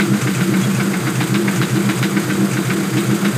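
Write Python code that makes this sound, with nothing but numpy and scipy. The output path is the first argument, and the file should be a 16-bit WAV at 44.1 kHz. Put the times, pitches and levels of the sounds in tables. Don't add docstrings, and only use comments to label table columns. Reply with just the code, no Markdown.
import sys
import numpy as np
from scipy import signal
from scipy.fft import rfft, irfft
from scipy.io import wavfile
from scipy.ndimage import uniform_filter1d

SR = 44100
rng = np.random.default_rng(int(sys.argv[2]) if len(sys.argv) > 2 else 0)


def store_wav(level_fs):
    pcm = np.round(np.clip(np.atleast_2d(level_fs), -1, 1) * 32767)
    wavfile.write(sys.argv[1], SR, pcm.T.astype(np.int16))


N = 148617
TIME = np.arange(N) / SR


def from_db(db):
    return 10 ** (np.asarray(db) / 20)


def rms_one(x):
    return x / np.sqrt(np.mean(x ** 2) + 1e-20)


def coloured(spectrum):
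    hz, db = np.transpose(spectrum)
    bins_hz = np.arange(N // 2 + 1) * SR / N + 1
    gain = from_db(np.interp(np.log(bins_hz), np.log(hz), db))
    return rms_one(irfft(rfft(rng.standard_normal(N)) * gain, N))


def drift(rate_hz):
    steps = np.interp(TIME * rate_hz, np.arange(600), rng.standard_normal(600))
    return rms_one(uniform_filter1d(steps, int(SR / rate_hz / 2)))


def clicks(s, db):
    out = np.zeros(N)
    inside = (s >= 0) & (s < (N - 1) / SR)
    np.add.at(out, (s[inside] * SR).astype(int), from_db(db)[inside])
    return out


def dying(hits, t60_s):
    return signal.lfilter([1], [1, -from_db(-60 / (t60_s * SR))], hits + 1e-18)


def struck(s, db, modes, spread_db):
    out = 0
    for k, (hz, level_db, t60_s) in enumerate(modes):
        r = np.exp(-np.log(1000) / (t60_s * SR))
        w = 2 * np.pi * hz / SR
        hits = clicks(s, db + level_db + spread_db * rng.standard_normal(len(s)))
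        ring = signal.lfilter([0, np.sin(w)], [1, -2 * r * np.cos(w), r * r], hits + 1e-18)
        out = out + (-1) ** k * ring
    return out


def resonate(x, resonances):
    out = 0
    primed = np.r_[x[-SR // 2:], x]
    for hz, width_hz, db in resonances:
        r = np.exp(-np.pi * width_hz * np.sqrt(2) / SR)
        section = [(1 - r * r) / 2, 0, (r * r - 1) / 2, 1, -2 * r * np.cos(2 * np.pi * hz / SR), r * r]
        out = out + from_db(db) * signal.sosfilt([section, section], primed)[-N:]
    return rms_one(out)


def evened(x, window_s):
    return x / np.sqrt(uniform_filter1d(x * x, int(window_s * SR)) + 1e-6)


def swells(rows):
    return np.sqrt(sum(from_db(db) ** 2 * np.exp(-((TIME - s) / half_s) ** 2) for s, db, *_, half_s in rows))


def tone(hz):
    wavering_hz = hz + PIPE_WANDER_HZ * drift(24.95)
    return np.sqrt(2) * np.sin(2 * np.pi * np.cumsum(wavering_hz) / SR)


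SAME_RING_SHARE = 0.3


def metal_ring(hits, spectrum, t60_s):
    one_ring = (coloured(spectrum) * np.exp(-np.log(1000) * TIME / t60_s))[:SR // 4]
    same = signal.fftconvolve(hits, one_ring)[:N]
    new = dying(hits, t60_s) * coloured(spectrum)
    return np.sqrt(SAME_RING_SHARE) * same + np.sqrt(1 - SAME_RING_SHARE) * new


# knock time in seconds, knock level in dB, rebound level in dB, exhaust boom level in dB.
CYCLES = [(0.0,-22.5,-30,-32),(.135,-29,-42,-12.5),(.269,-23,-38,-12),(.405,-24,-36.5,-14.5),(.535,-21.5,-53,-17.5),(.668,-48,-49,-13),(.798,-20,-43,-14),
          (.935,-21.5,-42,-30),(1.067,-21,-41,-15.5),(1.204,-22.5,-30.5,-13),(1.343,-24,-30,-13),(1.478,-20,-49,-20.5),(1.616,-27.5,-29,-12.5),
          (1.756,-28,-35.5,-11.5),(1.891,-20.5,-33.5,-14.5),(2.028,-26.5,-28.5,-12.5),(2.163,-20,-48,-20.5),(2.299,-22,-38,-17.5),(2.435,-54,-53,-20),(2.567,-23.5,-37,-14),
          (2.7,-19.5,-38,-14),(2.836,-34,-42,-28),(2.97,-34,-30.5,-14),(3.11,-46,-39,-11.5),(3.248,-23,-31.5,-25),(3.38,-35,-43,-13)]


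def cycle_count():
    return np.interp(TIME, np.array(CYCLES)[:, 0], np.arange(len(CYCLES)))


# exhaust pulse in dB, valve tick in dB, clatter in dB.
CYLINDERS = [(5, 11, 5), (3, 6.5, -30), (1, 5, -10), (7.5, -14, 5)]


def firings(lag_s, column, spread_db):
    knock_s = np.array(CYCLES)[:, 0]
    n = np.arange(4 * (len(knock_s) - 1))
    s = np.interp(n / len(CYLINDERS), np.arange(len(knock_s)), knock_s) + lag_s
    db = np.array(CYLINDERS)[n % len(CYLINDERS), column]
    return clicks(s, db + spread_db * rng.standard_normal(len(n)))


# frequency in Hz, relative density in dB per Hz.
HISS_SPECTRUM = [(20, -14), (60, -29), (95, 1), (150, 15.5), (260, -22), (400, -17), (540, 1.5),
                 (950, -1.5), (1380, 4.5), (1750, -0.5), (2300, -1.5), (2750, -7.5), (3600, -7.5),
                 (4500, -11), (4770, -5.5), (5100, -12), (5700, -12), (6700, -7), (7600, -9.5),
                 (8400, -6.5), (9000, -12.5), (9900, -16.5), (10700, -12.5), (11400, -13.5), (11700, -11.5),
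                 (12200, -22), (12700, -13), (13900, -18.5), (15200, -20.5)]
HISS_DB, HISS_GRAIN_DB, HISS_GRAIN_HZ = -26, 0.88, 110


def hiss():
    return from_db(HISS_DB + HISS_GRAIN_DB * drift(HISS_GRAIN_HZ)) * coloured(HISS_SPECTRUM)


# start in seconds, frequency in Hz, level in dB.
PINGS = [(0.623, 3324, -29), (0.746, 2420, -38)]
PING_GAP_S, PING_GROWTH_DB, PING_T60_S, PING_SPREAD_DB = .007, 0.5, 0.082, 5.5


def pings():
    out = 0
    touch = np.arange(3)
    for s, hz, db in PINGS:
        touch_s = s + PING_GAP_S * (touch + 0.28 * rng.random(len(touch)))
        touch_db = db + PING_GROWTH_DB * touch
        out = out + struck(touch_s, touch_db, [(hz, 0, PING_T60_S)], PING_SPREAD_DB)
    return out


# start in seconds, level in dB before CLACK_DB.
CLACKS = [(0.214, -16), (0.349, -19), (0.613, -18), (0.7477, -19), (1.1535, -20.5), (1.5609, -19),
          (1.6975, -23), (1.9746, -20.5), (2.513, -19.5), (2.531, -26), (2.648, -22.5), (3.0585, -25)]
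# frequency in Hz, relative density in dB per Hz.
TICK_SPECTRUM = [(200, -45), (1200, -25), (2500, 5), (4000, 5.5), (5400, -17), (6400, -2.5), (8300, 9),
                 (9600, -6), (11500, -4), (15000, -2)]
CLACK_SPECTRUM = [(200, -44), (1200, -3), (2600, 5), (4000, -14), (5200, -8), (6400, 2), (8200, -3.5),
                  (9600, -7), (11500, -25), (15000, -17)]
CLATTER_SPECTRUM = [(80, -35), (300, -7), (600, 14), (950, 14), (1380, -3), (1750, 2), (2200, -5),
                    (2800, -5), (4000, -22), (8000, -9)]
TICK_DB, TICK_LAG_S, TICK_RISE_S, TICK_T60_S, TICK_SPREAD_DB = -38.5, 0.033, 0.0053, 0.11, 2.5
CLACK_DB, CLACK_T60_S = -6, .15
CLATTER_DB, CLATTER_LAG_S, CLATTER_T60_S, CLATTER_SPREAD_DB = -43, 0.005, 0.19, 2.0


def valve_train():
    tick_hits = firings(TICK_LAG_S, column=1, spread_db=TICK_SPREAD_DB)
    tick_envelope = uniform_filter1d(dying(tick_hits, TICK_T60_S), int(TICK_RISE_S * SR) + 1)
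    ticks = from_db(TICK_DB) * rms_one(tick_envelope) * coloured(TICK_SPECTRUM)
    s, db = np.transpose(CLACKS)
    clacks = dying(clicks(s, db + CLACK_DB), CLACK_T60_S) * coloured(CLACK_SPECTRUM)
    clatter_hits = firings(CLATTER_LAG_S, column=2, spread_db=CLATTER_SPREAD_DB)
    clatter_envelope = rms_one(dying(clatter_hits, CLATTER_T60_S))
    clatter = from_db(CLATTER_DB) * clatter_envelope * coloured(CLATTER_SPECTRUM)
    return ticks + clacks + clatter


# frequency in Hz, width in Hz, relative level in dB.
LOW_PIPE = [(169, 17.3, 3.5), (200.9, 18.4, 2.5), (233.3, 12.8, -2.5)]
UPPER_PIPE = [(300.1, 14.7, 0), (336.4, 22.5, 0), (359.7, 9.5, 0)]
BAY = [(434.6, 19.4, 0), (465.6, 15.6, 0)]
# centre in seconds, level in dB before LOW_DB, pitch in Hz, half length in seconds.
LOW_THROBS = [(0.02,-13,199.7,0.023),(0.13,-12.5,198.7,0.034),(0.313,-16,193.2,0.037),(0.431,-13,189.7,0.017),(0.489,-11,201.2,0.013),(0.581,-10,194.7,0.029),(0.708,-12,193.4,0.029),
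              (0.828,-16.5,186.9,0.028),(0.891,-14.5,201,0.019),(0.961,-15,191.4,0.019),(1.099,-18.5,192.5,0.013),(1.238,-19,188.8,0.015),(1.359,-14.5,197.8,0.031),(1.467,-13.5,200,0.035),
              (1.551,-17.5,186.6,0.032),(1.647,-15.5,198,0.019),(1.79,-16,199.7,0.037),(1.872,-13.5,200,0.023),(1.946,-18,187,0.017),(2.06,-14.5,197.3,.013),(2.169,-13.5,197,0.037),
              (2.316,-16,196.7,.02),(2.423,-12,199,0.043),(2.608,-17.5,191.5,0.029),(2.729,-14.5,189,.012),(2.825,-15.5,199,0.043),(2.985,-16,197.3,0.03),(3.136,-14.5,201,0.031),(3.267,-12,200,0.031)]
# centre in seconds, level in dB before UPPER_DB, half length in seconds.
UPPER_THROBS = [(.07,-19,0.071),(.28,-20,0.022),(.525,-17.5,0.056),(.87,-23.5,0.057),(1.09,-21,0.03),(1.235,-21.5,0.026),(1.4,-18,0.059),(1.61,-21.5,0.046),(1.78,-16.5,0.031),(1.91,-19.5,0.023),
                (2.05,-18,.022),(2.18,-18,.03),(2.31,-20.5,0.05),(2.42,-16.5,.035),(2.585,-18,0.023),(2.78,-19,.045),(2.98,-16.5,0.038),(3.13,-17,.028),(3.27,-22,0.032)]
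FIRING_LAG_S, PUFF_T60_S, PUFF_SHARE = .016, 0.026, 0.243
UPPER_HZ, UPPER_BEND_HZ, PIPE_WANDER_HZ, UPPER_ROUGH = 325.1, 14, 5, 0.32
LOW_DB, UPPER_DB, LOW_BED_DB, UPPER_BED_DB, BAY_DB = -3, -3, -25, -29.5, -33.5


def drone():
    pulses = firings(FIRING_LAG_S, column=0, spread_db=0.5)
    gas = pulses + PUFF_SHARE * dying(pulses, PUFF_T60_S) * rng.standard_normal(N)
    low_bed, upper_bed, bay = (evened(resonate(gas, body), window_s=0.076)
                               for body in (LOW_PIPE, UPPER_PIPE, BAY))
    s, _, hz, _ = np.transpose(LOW_THROBS)
    low = swells(LOW_THROBS) * tone(np.interp(TIME, s, hz))
    upper_note = tone(UPPER_HZ - UPPER_BEND_HZ * np.cos(2 * np.pi * cycle_count()))
    upper = swells(UPPER_THROBS) * evened(upper_note + UPPER_ROUGH * upper_bed, window_s=0.033)
    notes = from_db(LOW_DB) * low + from_db(UPPER_DB) * upper
    beds = from_db(LOW_BED_DB) * low_bed + from_db(UPPER_BED_DB) * upper_bed
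    return notes + beds + from_db(BAY_DB) * bay


BOOM_HZ, BOOM_GLIDE_HZ_PER_S, BOOM_DB = 128.1, 35, -1
BOOM_LEAD_S, BOOM_WIDTH_S, BOOM_PHASE_SPREAD_TURNS = 0.0157, 0.024, 0.16


def boom():
    out = 0
    for s, _, _, db in CYCLES:
        t = TIME - s + BOOM_LEAD_S
        phase_turns = BOOM_PHASE_SPREAD_TURNS * rng.standard_normal()
        turns = BOOM_HZ * t + BOOM_GLIDE_HZ_PER_S * t * t / 2 + phase_turns
        envelope = from_db(db + BOOM_DB) * np.exp(-.5 * (t / BOOM_WIDTH_S) ** 2)
        out = out + envelope * np.cos(2 * np.pi * turns)
    return out


# frequency in Hz, relative level in dB, t60 in seconds.
BLOCK_MODES = [(1536,8.5,0.18)]
BRIGHT_MODES = [(3710,8,.1)]
# frequency in Hz, relative density in dB per Hz.
KNOCK_SPECTRUM = [(60, -55), (300, -43), (700, -2.5), (1100, -3), (1500, 8.5), (1750, 0), (2200, 5.5),
                  (2700, -4.5), (3300, -13), (5000, -13.5), (9000, -53)]
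REBOUND_SPECTRUM = [(100, -55), (500, -8), (1200, 3.5), (2200, 1.5), (3000, 1), (3350, -1.5), (3900, 3.5),
                    (4400, -11.5), (4850, -3), (5600, -13), (12000, -17.5)]
KNOCK_DB, KNOCK_RING_DB, KNOCK_T60_S = -3.5, -12.5, .09
SECOND_TOUCH_S, SECOND_TOUCH_DB = .004, 3.5
CRACK_DB, CRACK_GROWTH, CRACK_T60_S = 10, 1.5, .022
REBOUND_DB, REBOUND_RING_DB, REBOUND_T60_S = 8, -25, 0.099
REBOUND_S, RATTLE_S = .0075, .015
FIRST_TOUCH_DB, REBOUND_TOUCH_DB, RATTLE_DB = -1.5, -4.5, -6


def knocks():
    s, db, rebound_db, _ = np.transpose(CYCLES)
    second_s = s + SECOND_TOUCH_S * rng.uniform(0.813, 1.21, len(s))
    blow_hits = clicks(s, db + KNOCK_DB) + clicks(second_s, db + KNOCK_DB + SECOND_TOUCH_DB)
    blow = metal_ring(blow_hits, KNOCK_SPECTRUM, KNOCK_T60_S)
    block = struck(second_s, db + KNOCK_RING_DB, BLOCK_MODES, spread_db=1.5)
    bright = struck(s + REBOUND_S, rebound_db + REBOUND_RING_DB, BRIGHT_MODES, spread_db=7.0)

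    mean_db = np.mean(rebound_db)
    crack_db = mean_db + CRACK_GROWTH * (rebound_db - mean_db) + CRACK_DB
    crack = dying(clicks(s, crack_db), CRACK_T60_S) * coloured(KNOCK_SPECTRUM)

    touches = (clicks(s, rebound_db + FIRST_TOUCH_DB)
               + clicks(s + REBOUND_S, rebound_db + REBOUND_TOUCH_DB)
               + clicks(s + RATTLE_S, rebound_db + RATTLE_DB))
    rebound = from_db(REBOUND_DB) * metal_ring(touches, REBOUND_SPECTRUM, REBOUND_T60_S)
    return blow + block + bright + crack + rebound


def scene():
    return (hiss() + pings() + valve_train() + drone() + boom() + knocks())[None]


CUTOFF_HZ = 15350


def record(dry):
    low_pass = signal.ellip(12, .1, 90, CUTOFF_HZ, fs=SR, output="sos")
    return signal.sosfilt(low_pass, dry)


dry = scene()
out = record(dry)
store_wav(out)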